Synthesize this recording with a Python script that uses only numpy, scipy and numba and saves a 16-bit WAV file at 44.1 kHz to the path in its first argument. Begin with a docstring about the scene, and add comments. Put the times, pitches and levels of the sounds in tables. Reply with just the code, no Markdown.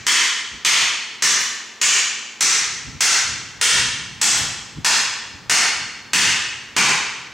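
"""Hard, short clanks come first: a hammer strikes a hand-held upright steel tube at a steady pace in a garage.
Each blow is a dense burst of resonances with rebounds a millisecond or two apart and a few thin modes ringing on;
the spot struck shifts its colour. Echoes and a stereo tail of about a second make the hard-walled room.
At the camera microphone, shaped noise gives handling rumble and still air, and wavering sines a faint hum.
A limiter flattens the start of each blow and its tail, then peaks are rounded and the top is cut."""
import sys
import numpy as np
from scipy import signal
from scipy.fft import rfft, irfft
from scipy.io import wavfile
from numba import njit

SR = 44100
rng = np.random.default_rng(int(sys.argv[2]) if len(sys.argv) > 2 else 0)


def digitize_waveform(pressure):
    """Quantize a signal to 16-bit integers and store it at the path in sys.argv[1].

    Rows of a 2-D input are taken as channels; values are limited to [-1, 1].
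    """
    field = np.atleast_2d(pressure).T
    bounded = np.clip(field, -1, 1)
    quanta = np.round(bounded * 32767).astype(np.int16)
    wavfile.write(sys.argv[1], SR, quanta)


N = 323587

# blows on the tube; the spot struck favours two of its resonances (the first blow falls before the start):
# [t/s, relative force level/dB, brightness/(dB per octave), rebound delay/ms, rebound share/(0-1),
#  lower resonance f/Hz, upper resonance f/Hz, lift level of both/dB, thud lift level/dB,
#  lasting ring level re the crack/dB]
BLOWS = [ (-.53, 1.5, .7, 1.2, .2, 2300, 6400, 5, 2, -28),
         (0.066, 1, 0.35, 0.9, 0.23, 1900, 3160, 5.5, -5, -30),
         (.648, 1.65, 0, 0.94, 0.1, 2420, 3430, 5.5, -8.5, -20),
         (1.2219, -2, .5, 1.73, 0.22, 1850, 5930, 3.5, 2.5, -41),
         (1.814, -0.4, 0.45, 1.73, 0.13, 2800, 6980, 7, -0.5, -35),
         (2.4068, 0.1, .4, 0.51, 0.25, 5774, 7500, 3, -2, -27),
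         (3.0062, 2.34, .5, 1.4, 0.2, 1530, 6860, 1.5, -5, -29),
         (3.6126, 2, 0.06, 2.17, 0.33, 3310, 9100, 5.5, -8, -42),
         (4.2134, -2, 1.44, 1.18, 0.2, 790, 7700, 5, 8, -29),
         (4.8458, 0, -0.94, 1.17, 0.34, 1000, 5070, 1.5, -7.5, -39),
         (5.4959, 1.4, -.2, 1.39, .3, 780, 2000, 3.5, -2, -14),
         (6.1328, 1.5, 0.43, 1.13, 0.3, 2000, 2820, 5, 7.5, -36),
         (6.7641, 0.5, -1.14, 1.31, 0.14, 980, 2510, 5.5, 4.5, -40)]
# colour of the clank common to all blows: [f/Hz, level/dB]
CLANK_COLOUR = [(30, -35), (60, -43), (140, -12), (300, -11.5), (440, -9.5), (590, -19), (950, -7),
                (1250, -4.5), (1800, -1.5), (2600, -2.5), (3800, -5), (6500, -0.5), (8800, -7),
                (10800, -18.5), (15500, -28)]
# thin lasting modes of the tube, mostly one close cluster: [f/Hz, relative level/dB, t60/s]
TUBE_MODES = [(4322, -3, .6), (4389, 0, .95), (4425, -1, .75), (4490, -3, .6), (5262, -4, .5)]
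# reverberation time of the garage: [f/Hz, t60/s]
GARAGE_T60 = [(200, 0.64), (530, 0.89), (1400, 1.025), (2600, 1.06), (4000, 0.97), (6500, 0.84),
              (9700, 0.58), (14000, 0.29)]
# stereo width of the reverberation: [f/Hz, side minus mid level/dB]
TAIL_WIDTH = [(150, -48), (600, -19.5), (1400, -16), (2800, -13), (5600, -10), (9000, -13.5), (12000, -89)]
# first echoes off floor, bench and walls: [delay t/s, level re the direct sound/dB]
ECHOES = [(.0032, -5), (0.0186, -2), (.0205, -28), (0.026, -1.5)]
# rumble colour of the camera body: [f/Hz, relative level/dB]
RUMBLE_COLOUR = [(20, -28), (38, -14), (60, -1.5), (130, 2), (190, -4.5), (280, -6.5), (500, -24),
                 (1500, -61)]
# stereo width of the rumble: [f/Hz, side minus mid level/dB]
RUMBLE_WIDTH = [(30, -25), (130, -7)]
# shifts of the hand on the camera, short bumps to longer rubs, before the handling trim:
# [peak t/s, level/dB, dying time constant t/s]
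GRIP_SHIFTS = [(0, -40, 0.032), (.545, -40, 0.029), (2.885, -34, 0.029), (2.955, -36.5, 0.014),
               (3.31, -40, 0.073), (3.788, -34, 0.15), (4.12, -52, 0.037), (4.43, -35, .1),
               (4.783, -29, 0.021), (5.345, -40, 0.033), (5.47, -48, 0.067), (5.82, -41, 0.037),
               (6.26, -34, 0.087)]
# tremor of the hand, firmer once the camera starts to move, before the handling trim: [t/s, level/dB]
TREMOR = [(2.2, -78), (2.7, -47), (5.6, -52.5), (7.3, -52)]
# colour of the still air in the garage: [f/Hz, relative level/dB]
AIR_COLOUR = [(25, -28), (120, -6), (240, 0), (450, 1), (600, -5.5), (1000, 1), (3000, -11), (7000, -27),
              (11000, -27), (15500, -32)]
# faint hum of a machine, about which each level wavers: [f/Hz, rms level/dB]
HUM = [(120, -68.5), (225, -61), (403.5, -68), (846, -64.5)]

TIME = np.arange(N) / SR  # s
REBOUND_HZ = 5370  # a rebound is a softer contact, dull above this
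THUD_HZ, THUD_WIDTH_HZ = 193, 165  # the floor under the tube answers with a thud
GRIP_RISE = 0.57  # rise time of a grip shift as a share of its dying time
TOP_HZ = 16000  # upper limit of the sound after the limiter


def undb(db):
    """Turn a level in dB into an amplitude factor."""
    return 10 ** (np.asarray(db) / 20)


def unit(x):
    """Scale to an rms of one."""
    return x / np.sqrt(np.mean(x ** 2))


def lookup(points, hz):
    """Join (f/Hz, value) points by straight lines on a log-frequency axis."""
    f, value = np.transpose(points)
    return np.interp(np.log(np.maximum(hz, 1)), np.log(f), value)


def bins(size):
    """Frequencies in Hz of the spectrum of a sound of this many samples."""
    return np.fft.rfftfreq(size, 1 / SR)


def noise(colour):
    """Noise of unit rms whose spectrum follows (f/Hz, level/dB) points."""
    spectrum = rfft(rng.standard_normal(N))
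    return unit(irfft(spectrum * undb(lookup(colour, bins(N))), N))


def wander(size, step):
    """A random line joining normal draws of spread one, one every step points."""
    knots = rng.standard_normal(size // step + 2)
    return np.interp(np.arange(size) / step, np.arange(len(knots)), knots)


def causal(db):
    """Spectrum of the promptest (minimum-phase) response with this gain curve."""
    cepstrum = irfft(np.log(undb(db)))
    half = len(cepstrum) // 2
    # fold the part before time zero onto the part after it
    cepstrum[1:half] *= 2
    cepstrum[half + 1:] = 0
    return np.exp(rfft(cepstrum))


def stereo(mid, side):
    """Left and right from mid and side."""
    return np.array([mid + side, mid - side])


def add(out, sound, s):
    """Mix a stereo sound in from time s on, cropped to the length of the scene."""
    start = int(s * SR)
    a, b = max(start, 0), min(start + sound.shape[1], N)
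    out[:, a:b] += sound[:, a - start:b - start]


def peak_shape(hz, centre_hz, width_hz):
    """A resonance-shaped hump of height one."""
    return 1 / (1 + ((hz - centre_hz) / width_hz) ** 2)


def tube_ring(t):
    """Thin modes of the tube, slightly detuned on each blow, each dying at its own rate."""
    ring = 0
    for mode_hz, mode_db, t60 in TUBE_MODES:
        detune = 1 + 0.002 * rng.standard_normal()
        decay = np.exp(-np.log(1000) * t / t60)
        ring = ring + undb(mode_db) * np.sin(2 * np.pi * mode_hz * detune * t) * decay
    return unit(ring)


def clank(tilt_db, rebound_ms, rebound_share, favoured_hz, lift_db, thud_db, ring_db,
          width_hz=100, width_share=0.089, scatter_s=.003, size=32768):
    """One blow and its rebounds: a short crack of crowded resonances, with thin modes ringing on."""
    hz, t = bins(size), np.arange(size) / SR
    db = lookup(CLANK_COLOUR, hz) + tilt_db * np.log2(np.maximum(hz, 120) / 3500)
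    db = db + thud_db * peak_shape(hz, THUD_HZ, THUD_WIDTH_HZ)
    for centre_hz in favoured_hz:
        db = db + lift_db * peak_shape(hz, centre_hz, width_hz + width_share * centre_hz)
    # above the first bending modes the wall rings with many close partials, some louder on each blow
    db = db + np.minimum(hz / 1600, 1) * 1.9 * wander(len(hz), step=45)
    # the face chatters on the rim: each landing is a softer share of the one before
    late = np.exp(-2j * np.pi * hz * rebound_ms / 1000)
    softer = np.clip(rebound_share, 0, .7) / (1 + (hz / REBOUND_HZ) ** 2)
    contact = 1 / (1 - softer * late)
    # bending waves run up and down the tube, so each frequency leaves with its own delay
    delay_s = scatter_s * (0.2916 + np.abs(wander(len(hz), step=150)))
    dispersion = np.exp(-2j * np.pi * np.cumsum(delay_s) * hz[1])
    crack = irfft(contact * causal(db) * dispersion)
    return crack + undb(ring_db) * tube_ring(t) * np.std(crack)


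def reverberation(build_s=0.018, size=49152):
    """A dense stereo tail of unit energy per channel that builds up quickly; each band has its own decay."""
    t, hz = np.arange(size) / SR, bins(size)
    centres = np.geomspace(125, 16000, 11)  # Hz
    mid, side = rfft(rng.standard_normal((2, size)))
    diffuse = stereo(mid, side * undb(lookup(TAIL_WIDTH, hz)))
    tail = 0
    # overlapping bands that sum to the whole spectrum
    for centre, share in zip(centres, np.eye(len(centres))):
        band = irfft(diffuse * lookup(np.c_[centres, share], hz))
        tail = tail + band * np.exp(-np.log(1000) * t / lookup(GARAGE_T60, centre))
    build_up = 1 - np.exp(-t / build_s)
    return unit(tail * build_up) / np.sqrt(size)


def garage(steady, tail_db=13):
    """Direct sound, hard echoes and the tail, part of which changes as the camera and the arm move."""
    response = undb(tail_db) * (steady + reverberation()) / np.sqrt(2)
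    response[:, 0] += 1  # direct sound
    for delay_s, db in ECHOES:
        response[:, int(delay_s * SR)] += undb(db)
    return response


def hammering(blow_db=17):
    """Each clank is convolved with the response of the garage and placed at its time."""
    out, steady = np.zeros((2, N)), reverberation()
    for (s, force_db, tilt_db, rebound_ms, rebound_share,
         lower_hz, upper_hz, lift_db, thud_db, ring_db) in BLOWS:
        blow = clank(tilt_db, rebound_ms, rebound_share, (lower_hz, upper_hz), lift_db, thud_db, ring_db)
        in_room = signal.fftconvolve(blow[None], garage(steady), axes=1)
        add(out, undb(blow_db + force_db) * in_room, s)
    return out


def handling(trim_db=-1):
    """The hand on the camera: a dull tremor, and shifts of the grip that swell quickly and die away."""
    strength = undb(np.interp(TIME, *np.transpose(TREMOR)))
    for s, db, dying_s in GRIP_SHIFTS:
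        age = (TIME - s) / dying_s  # negative while the shift swells
        strength = strength + undb(db) * np.exp(-np.maximum(age, -age / GRIP_RISE))
    width = undb(lookup(RUMBLE_WIDTH, bins(N)))
    side = irfft(rfft(noise(RUMBLE_COLOUR)) * width, N)
    return undb(trim_db) * strength * stereo(noise(RUMBLE_COLOUR), side)


def machine_hum(waver_db=2):
    """Sines whose level and phase wander, alike in both channels."""
    hum = 0
    for f, db in HUM:
        level = np.sqrt(2) * undb(db + waver_db * wander(N, step=6000))  # rms to peak
        hum = hum + level * np.sin(2 * np.pi * f * TIME + wander(N, step=5000))
    return hum


def background(air_db=-49, side_db=-14):
    """Still air as shaped stereo noise, with the machine hum in the middle."""
    air = stereo(noise(AIR_COLOUR), undb(side_db) * noise(AIR_COLOUR))
    return machine_hum() + undb(air_db) * air


def scene(left_db=0.3):
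    """Blows, handling and background at the microphone, a touch stronger on the left."""
    balance = undb([[left_db / 2], [-left_db / 2]])
    return (hammering() + handling() + background()) * balance


@njit
def follow(x, attack, release):
    """Envelope that rises fast and sinks slowly."""
    out, e = np.empty(len(x)), 0.
    for i in range(len(x)):
        e += (x[i] - e) * (attack if x[i] > e else release)
        out[i] = e
    return out


def record(dry, ceiling_db=-7.0, attack_s=0.000067, release_s=0.017, clip_db=-2):
    """The camera's limiter holds loud sound at its ceiling; peaks are rounded and the top is cut."""
    attack, release = 1 - np.exp(-1 / (attack_s * SR)), 1 - np.exp(-1 / (release_s * SR))
    envelope = follow(np.abs(dry).max(axis=0), attack, release)
    held = dry / np.maximum(envelope / undb(ceiling_db), 1)
    rounded = undb(clip_db) * np.tanh(held / undb(clip_db))
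    # steep low-pass: 0.2 dB ripple below the limit, 80 dB down above it
    top_cut = signal.ellip(10, .2, 80, TOP_HZ, fs=SR, output="sos")
    return signal.sosfilt(top_cut, rounded)


dry = scene()
out = record(dry)
digitize_waveform(out)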